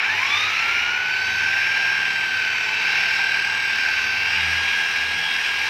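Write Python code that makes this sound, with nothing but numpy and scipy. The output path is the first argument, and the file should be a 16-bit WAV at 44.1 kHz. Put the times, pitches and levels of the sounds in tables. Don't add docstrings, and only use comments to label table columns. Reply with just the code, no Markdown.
import sys
import numpy as np
from scipy import signal
from scipy.fft import rfft, irfft, next_fast_len
from scipy.io import wavfile
from scipy.ndimage import uniform_filter1d, minimum_filter1d, map_coordinates

SR = 44100
rng = np.random.default_rng(int(sys.argv[2]) if len(sys.argv) > 2 else 0)


def nominal_scale(level):
    x = np.asarray(level, float) / 20
    return 10 ** x


def bounce(signal):
    frames = np.transpose(np.atleast_2d(signal))
    limited = np.clip(frames, -1, 1)
    pcm = np.round(limited * 32767).astype(np.int16)
    wavfile.write(sys.argv[1], SR, pcm)


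N = 250929
TIME = np.arange(N) / SR
PINION_TEETH, CROWN_TEETH = 7, 41
# [t/s, tooth load/dB, pad pressure/dB, vents facing the phone/dB]
HANDLING = [(0, -4, 4, -5), (.1, 0, 0.5, -1), (.35, 1.5, 3, 1.5), (.75, -1.5, 2, -1), (1.0, -1, -0.5, -3),
            (1.3, -0.5, -2, 0), (1.75, 1.5, 1.5, -1), (2.2, -0.5, -1.5, -1.5), (2.7, -5, -0.5, -0.5),
            (2.97, -3, 2, 1), (3.25, 0, 0, 0), (3.6, -3, -1, 0), (3.85, 0, 0, 0.5), (4.1, -3.5, -1.5, 0.5),
            (4.35, -3, 2, 0), (4.75, 0, -1, 2), (5.05, -3.5, -1.5, 1), (5.69, -3.5, -1, 2)]


def unit(x):
    return x / np.sqrt(np.mean(x ** 2) + 1e-20)


def along(points, hz):
    f, level_db = np.transpose(points)
    return np.interp(np.log(hz + 1), np.log(f + 1), level_db)


def curves(rows):
    s, *columns = np.transpose(rows)
    return [np.interp(TIME, s, column) for column in columns]


def bump(at_s, width_s):
    return np.exp(-((TIME - at_s) / width_s) ** 2)


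def wobble(rate):
    return map_coordinates(rng.standard_normal(int(N * rate / SR) + 4), [TIME * rate], order=1)


def turning(rows):
    return sum(db * bump(s, width) for s, width, db in rows)


def housing(hz):
    # [f/Hz, width/Hz, rms level of a full-strength tone/dB]
    modes = [(1070, 270, -33), (1561, 495, -25), (2326, 83, -25), (2729, 460, -26), (3327, 75, -30),
             (3565, 390, -24), (4690, 1030, -33.5), (5500, 630, -25.5), (6156, 160, -30), (7610, 190, -39),
             (8144, 320, -36), (9780, 240, -35), (11250, 760, -43), (13000, 400, -60)]
    power = 0
    for centre, width, db in modes:
        power = power + (nominal_scale(db) / (1 + (2 * (hz - centre) / width) ** 2)) ** 2
    return 10 * np.log10(power)


def tone(angle, db, flutter_db, rate):
    return np.sqrt(2) * nominal_scale(db + flutter_db * wobble(rate)) * np.sin(angle + 2 * np.pi * rng.random())


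def rush(spectrum, patchy_db):
    z = signal.stft(rng.standard_normal(N + 512), nperseg=512)[2]
    field = uniform_filter1d(rng.standard_normal(z.shape), size=4, axis=0)
    field = uniform_filter1d(field, size=16, axis=1)
    x = signal.istft(z * nominal_scale(patchy_db * unit(field)), nperseg=512)[1][:N]
    m = next_fast_len(N + 8192)
    colour = nominal_scale(along(spectrum, np.fft.rfftfreq(m, 1 / SR)))
    return unit(irfft(rfft(x, m) * colour, m)[:N])


def roar(pad, cage, mains):
    # [f/Hz, level/dB per Hz]
    case_low = [(310, -50), (520, -14), (616, -19), (740, -3), (800, 2), (845, -3.5), (873, 6.5),
                (905, -0.5), (1030, -0.5), (1170, -4), (1290, -4), (1400, -8.5), (1820, -31), (3080, -120)]
    case_high = [(710, -60), (1200, -23), (1360, -7), (1570, -2.5), (1730, -2.5), (1950, -4.5), (2360, 4.5),
                 (2810, -4.5), (3400, -21), (4420, -23), (7480, -120)]
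    fan_air = [(1760, -26), (3000, -0.5), (3410, -8), (3900, -3), (4500, -11), (5480, -6.5), (6790, -22.5),
               (8000, -31), (10400, -60), (17600, -120)]
    brush_hiss = [(4500, -43), (6900, -4), (7700, -3), (8500, -0.5), (9300, -6), (10100, -1), (10600, -3),
                  (11400, -0.5), (12100, -4.5), (12600, -2), (13400, 0.5), (14300, -4), (15500, -6),
                  (16500, -60)]
    paint_rub = [(26, -41), (45, -35), (65, -21), (86, -5.5), (188, -7), (226, -1), (268, -4.5), (403, 1.5),
                 (607, -6.5), (680, 1), (880, -24), (1500, -120)]

    _, press_db, facing_db = curves(HANDLING)
    skip_db = -12 * bump(5.27, .022)
    growl_db = 3.5 * bump(.31, .22)
    low_db = -37 + .41 * press_db + growl_db
    high_db = -24.5 + press_db + .27 * skip_db
    fan_db = -32 + .59 * press_db + facing_db
    brush_db = -54.5 + .18 * press_db + 1.05 * facing_db
    rub_db = -46.5 + .33 * press_db + skip_db

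    drag = wobble(30)
    throb = nominal_scale(1.8 * wobble(2.46)) * np.cos(pad + 1)
    throb = throb + .9 * np.sin(mains - cage) + .24 * np.cos(2 * pad + .79)
    rub = nominal_scale(rub_db) * rush(paint_rub, patchy_db=.5)
    low = nominal_scale(low_db + .087 * throb) * rush(case_low, patchy_db=-1.7)
    high_db = high_db + .9 * throb + 1.4 * np.sin(mains) + .8 * drag
    high = nominal_scale(high_db) * rush(case_high, patchy_db=.6)
    fan_db = fan_db + .3 * throb + .42 * np.sin(mains) + .35 * drag
    fan = nominal_scale(fan_db) * rush(fan_air, patchy_db=1.5)
    sparks = unit(nominal_scale(.3 * throb + .6 * drag + 2.2 * wobble(1500)))
    brushes = nominal_scale(brush_db) * sparks * rush(brush_hiss, patchy_db=1.1)
    return rub + low + high + fan + brushes


def panel(pad, cage, mains):
    # [t/s, half width/s, peak level/dB]
    cage_swells = [
        (.83, 0.14, -53),
        (1.35, 0.12, -54),
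        (3.05, 0.16, -61),
        (4.04, 0.18, -57),
        (4.5, 0.16, -39.5),
        (5.09, 0.11, -47),
        (5.6, .1, -54),
    ]
    hum_swells = [
        (.16, .07, -48),
        (.41, 0.14, -50.5),
        (.7, 0.11, -54),
        (1.25, .1, -50.5),
        (1.47, 0.13, -49),
        (2.3, 0.58, -54.5),
        (3.5, 0.21, -56.5),
        (4.22, 0.13, -49),
    ]
    double_swells = [
        (.58, .08, -64),
        (1.11, 0.065, -59),
        (1.38, 0.14, -60),
        (2.0, 0.26, -55.5),
        (3.0, 0.17, -59.5),
        (3.46, .12, -57),
        (4.44, .12, -50),
        (4.83, 0.14, -59),
        (5.2, 0.088, -48.5),
    ]
    pad_swells = [
        (.41, .1, -54),
        (4.58, 0.091, -54),
    ]
    rest_levels = (-60.5, -60.5, -59.5, -70)

    orders = ((cage, cage_swells), (mains, hum_swells), (2 * cage, double_swells), (3 * pad, pad_swells))
    out = np.zeros(N)
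    for (angle, swells), rest_db in zip(orders, rest_levels):
        strength = nominal_scale(rest_db - 8 * bump(0, .5))
        for s, width, db in swells:
            strength = strength + nominal_scale(db) * bump(s, width)
        out += strength * tone(angle, 0, flutter_db=-1.7, rate=3.8)
    return out


def armature(shaft, shaft_hz, mains):
    # [f/Hz, rms level/dB]
    unbalance = [(230, -61), (560, -66), (900, -55), (1250, -61), (2300, -43), (3000, -54), (4500, -62),
                 (6000, -64), (7000, -76), (9000, -84), (14000, -89)]
    # [t/s, half width/s, level/dB]
    slot_turns = [
        [(1.7, 0.41, -2), (2.8, 0.37, 5.5), (4.2, 0.29, 6.5), (5.2, 1, -1.5)],
        [(1.7, 0.47, 5), (2.5, .25, -9), (3.1, 0.22, 3.5), (4.3, .2, -2), (5.3, 0.55, -5)],
        [(3.5, .5, -10), (1.9, .3, -8)],
    ]

    firm_db = -14 * np.exp(-(TIME / 1.1) ** 4)
    slots, slot_hz = 12 * shaft, 12 * shaft_hz
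    first_db = -8 + housing(slot_hz) + .21 * firm_db + turning(slot_turns[0])
    second_db = -17.5 + housing(2 * slot_hz) + turning(slot_turns[1]) + .6 * wobble(3)
    high_db = -84.5 + 3.5 * TIME + turning(slot_turns[2]) + 1.5 * wobble(3.2)
    out = tone(slots, first_db, flutter_db=.5, rate=13)
    out += tone(2 * slots + .97 * wobble(120), second_db + firm_db - .5, flutter_db=1.4, rate=30)
    out += tone(38 * shaft, high_db, flutter_db=-2.0, rate=12)

    eased = 1 / (1 + np.exp((4.4 - TIME) / .1))
    for side, grow_db in ((-mains, 9), (mains, 3)):
        out += tone(slots + side, first_db - 8 + grow_db * eased, flutter_db=2.5, rate=9)

    for k in range(1, 64):
        if k % PINION_TEETH and k not in (12, 24, 38):
            order_db = along(unbalance, k * shaft_hz[-1]) + firm_db + 1.5 * rng.standard_normal()
            out += tone(k * shaft, order_db, flutter_db=3.5, rate=3)
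    return out


def gears(mesh, mesh_hz, pad, cage, mains):
    multiples = (1, 2, 3, 5, 4, 6, 7, 8)
    strengths = (0, -6, -14.5, -20.5, -17.5, -33, -25, -22)
    torque_gains = (0, 9, 6.5, 5.5, -3, -10, 0, 0)
    fadings = (0.12, 1.4, 0.53, 1, 2.2, 2, 1.2, 2)
    # [t/s, half width/s, level/dB]
    strong_turns = [
        [(.05, 0.093, -9), (.36, .05, -2.5), (.54, 0.077, -5)],
        [(.03, .05, -6.5), (.84, 0.14, 3), (1.1, 0.13, -2), (1.7, 0.29, -4), (2.3, .25, 4.5), (3.4, .5, -3), (4.7, 0.13, 6), (5.0, .1, -1), (5.3, 0.089, 6)],
        [(.05, .04, 10), (.19, 0.033, 6), (.42, .16, 9.5), (.74, .1, -12), (2.9, 1, 5.5), (1.25, 0.17, 8.5), (4.25, 0.51, 8), (4.81, 0.087, -8), (5.3, 0.52, 3)],
    ]
    thin_turns = [
        [(.9, .15, 6), (2.2, 0.2, 11), (2.93, .1, -6), (3.45, 1, 7.5), (4.15, .08, -6), (5.3, 0.26, 3)],
        [(.55, .2, -8), (1.35, 0.22, 0.5), (2.5, .3, -6)],
        [(.7, .3, -10), (5.1, .5, 0)],
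        [(.7, .3, -7), (1.9, .6, 7), (2.75, .2, -12)],
        [(2.2, .2, 5), (3.1, .4, 9), (4.1, .2, 6)],
    ]

    tooth_db, _, facing_db = curves(HANDLING)
    tilt_s, tilt_width_s = 3.2, .9
    runout_db = 9.5 * bump(tilt_s, tilt_width_s)
    tilt_db = 3 * bump(tilt_s, tilt_width_s / 2)
    # angle, lower and upper sideband/dB, lag/rad
    swings = ((pad + 1.3, -16 + runout_db, -21 + runout_db, -.7),
              (cage - 2.3, -19 + 1.6 * TIME - tilt_db, -13.5 - tilt_db, .1),
              (mains, -19, -14, 1.5),
              (2 * pad + 1.4, -16 + tilt_db, -17 + tilt_db, .5))
    load = 1
    for turn, below_db, above_db, lag in swings:
        load = load + nominal_scale(below_db) * np.exp(-1j * turn) + nominal_scale(above_db) * np.exp(1j * (turn + lag))

    run_up = np.exp(-(TIME / .5) ** 4)
    slack = (.04 + .3 * np.exp(-(TIME / .9) ** 4)) * wobble(200)
    out = np.zeros(N)
    overtones = zip(multiples, strengths, torque_gains, fadings, strong_turns + thin_turns)
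    for k, db, torque_db, fading_db, turns in overtones:
        hands_db = tooth_db if k == 1 else .8 * facing_db * (k > 3)
        db = db + housing(k * mesh_hz) + hands_db + turning(turns) + fading_db * wobble(4)
        flutter_db = (1.02 + 1.2 * run_up) * wobble(24.89)
        strength = np.sqrt(2) * nominal_scale(db + torque_db * run_up + flutter_db)
        phase = k * (mesh + slack) + 2 * np.pi * rng.random()
        out += strength * np.real(load * np.exp(1j * phase))
    return out


def scene():
    # [t/s, settled mesh rate f/Hz]
    loaded_speed = [(0, 1500), (.6, 1497), (.93, 1512), (1.15, 1552), (1.37, 1553), (1.72, 1600),
                    (1.93, 1600), (2.47, 1535), (2.7, 1524), (2.9, 1567), (3.6, 1601), (4.0, 1553),
                    (4.13, 1551), (4.43, 1632), (4.98, 1625), (5.17, 1644), (5.46, 1623), (5.69, 1630)]
    lag_hz, run_up_s = 860, .35
    mesh_hz = uniform_filter1d(curves(loaded_speed)[0], size=5000) - lag_hz * np.exp(-TIME / run_up_s)
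    mesh = 2 * np.pi * np.cumsum(mesh_hz) / SR
    shaft, pad = mesh / PINION_TEETH, mesh / CROWN_TEETH
    cage = .3507 * shaft
    mains = 2 * np.pi * 99.9 * TIME
    mix = roar(pad, cage, mains) + panel(pad, cage, mains)
    mix = mix + armature(shaft, mesh_hz / PINION_TEETH, mains) + gears(mesh, mesh_hz, pad, cage, mains)
    return mix[None]


def top_cut(x):
    return signal.sosfilt(signal.butter(12, 15730, fs=SR, output="sos"), x)


def record(dry):
    dry = signal.sosfilt(signal.ellip(8, .5, 30, 15560, fs=SR, output="sos"), dry)
    dry = signal.sosfilt(signal.butter(2, 45, "high", fs=SR, output="sos"), dry)
    ceiling = .345
    needed = np.minimum(1, ceiling / (np.abs(dry) + 1e-9))
    gain = uniform_filter1d(minimum_filter1d(needed, size=129), size=65)
    return top_cut(dry * gain + .0005)


dry = scene()
out = record(dry)
bounce(out)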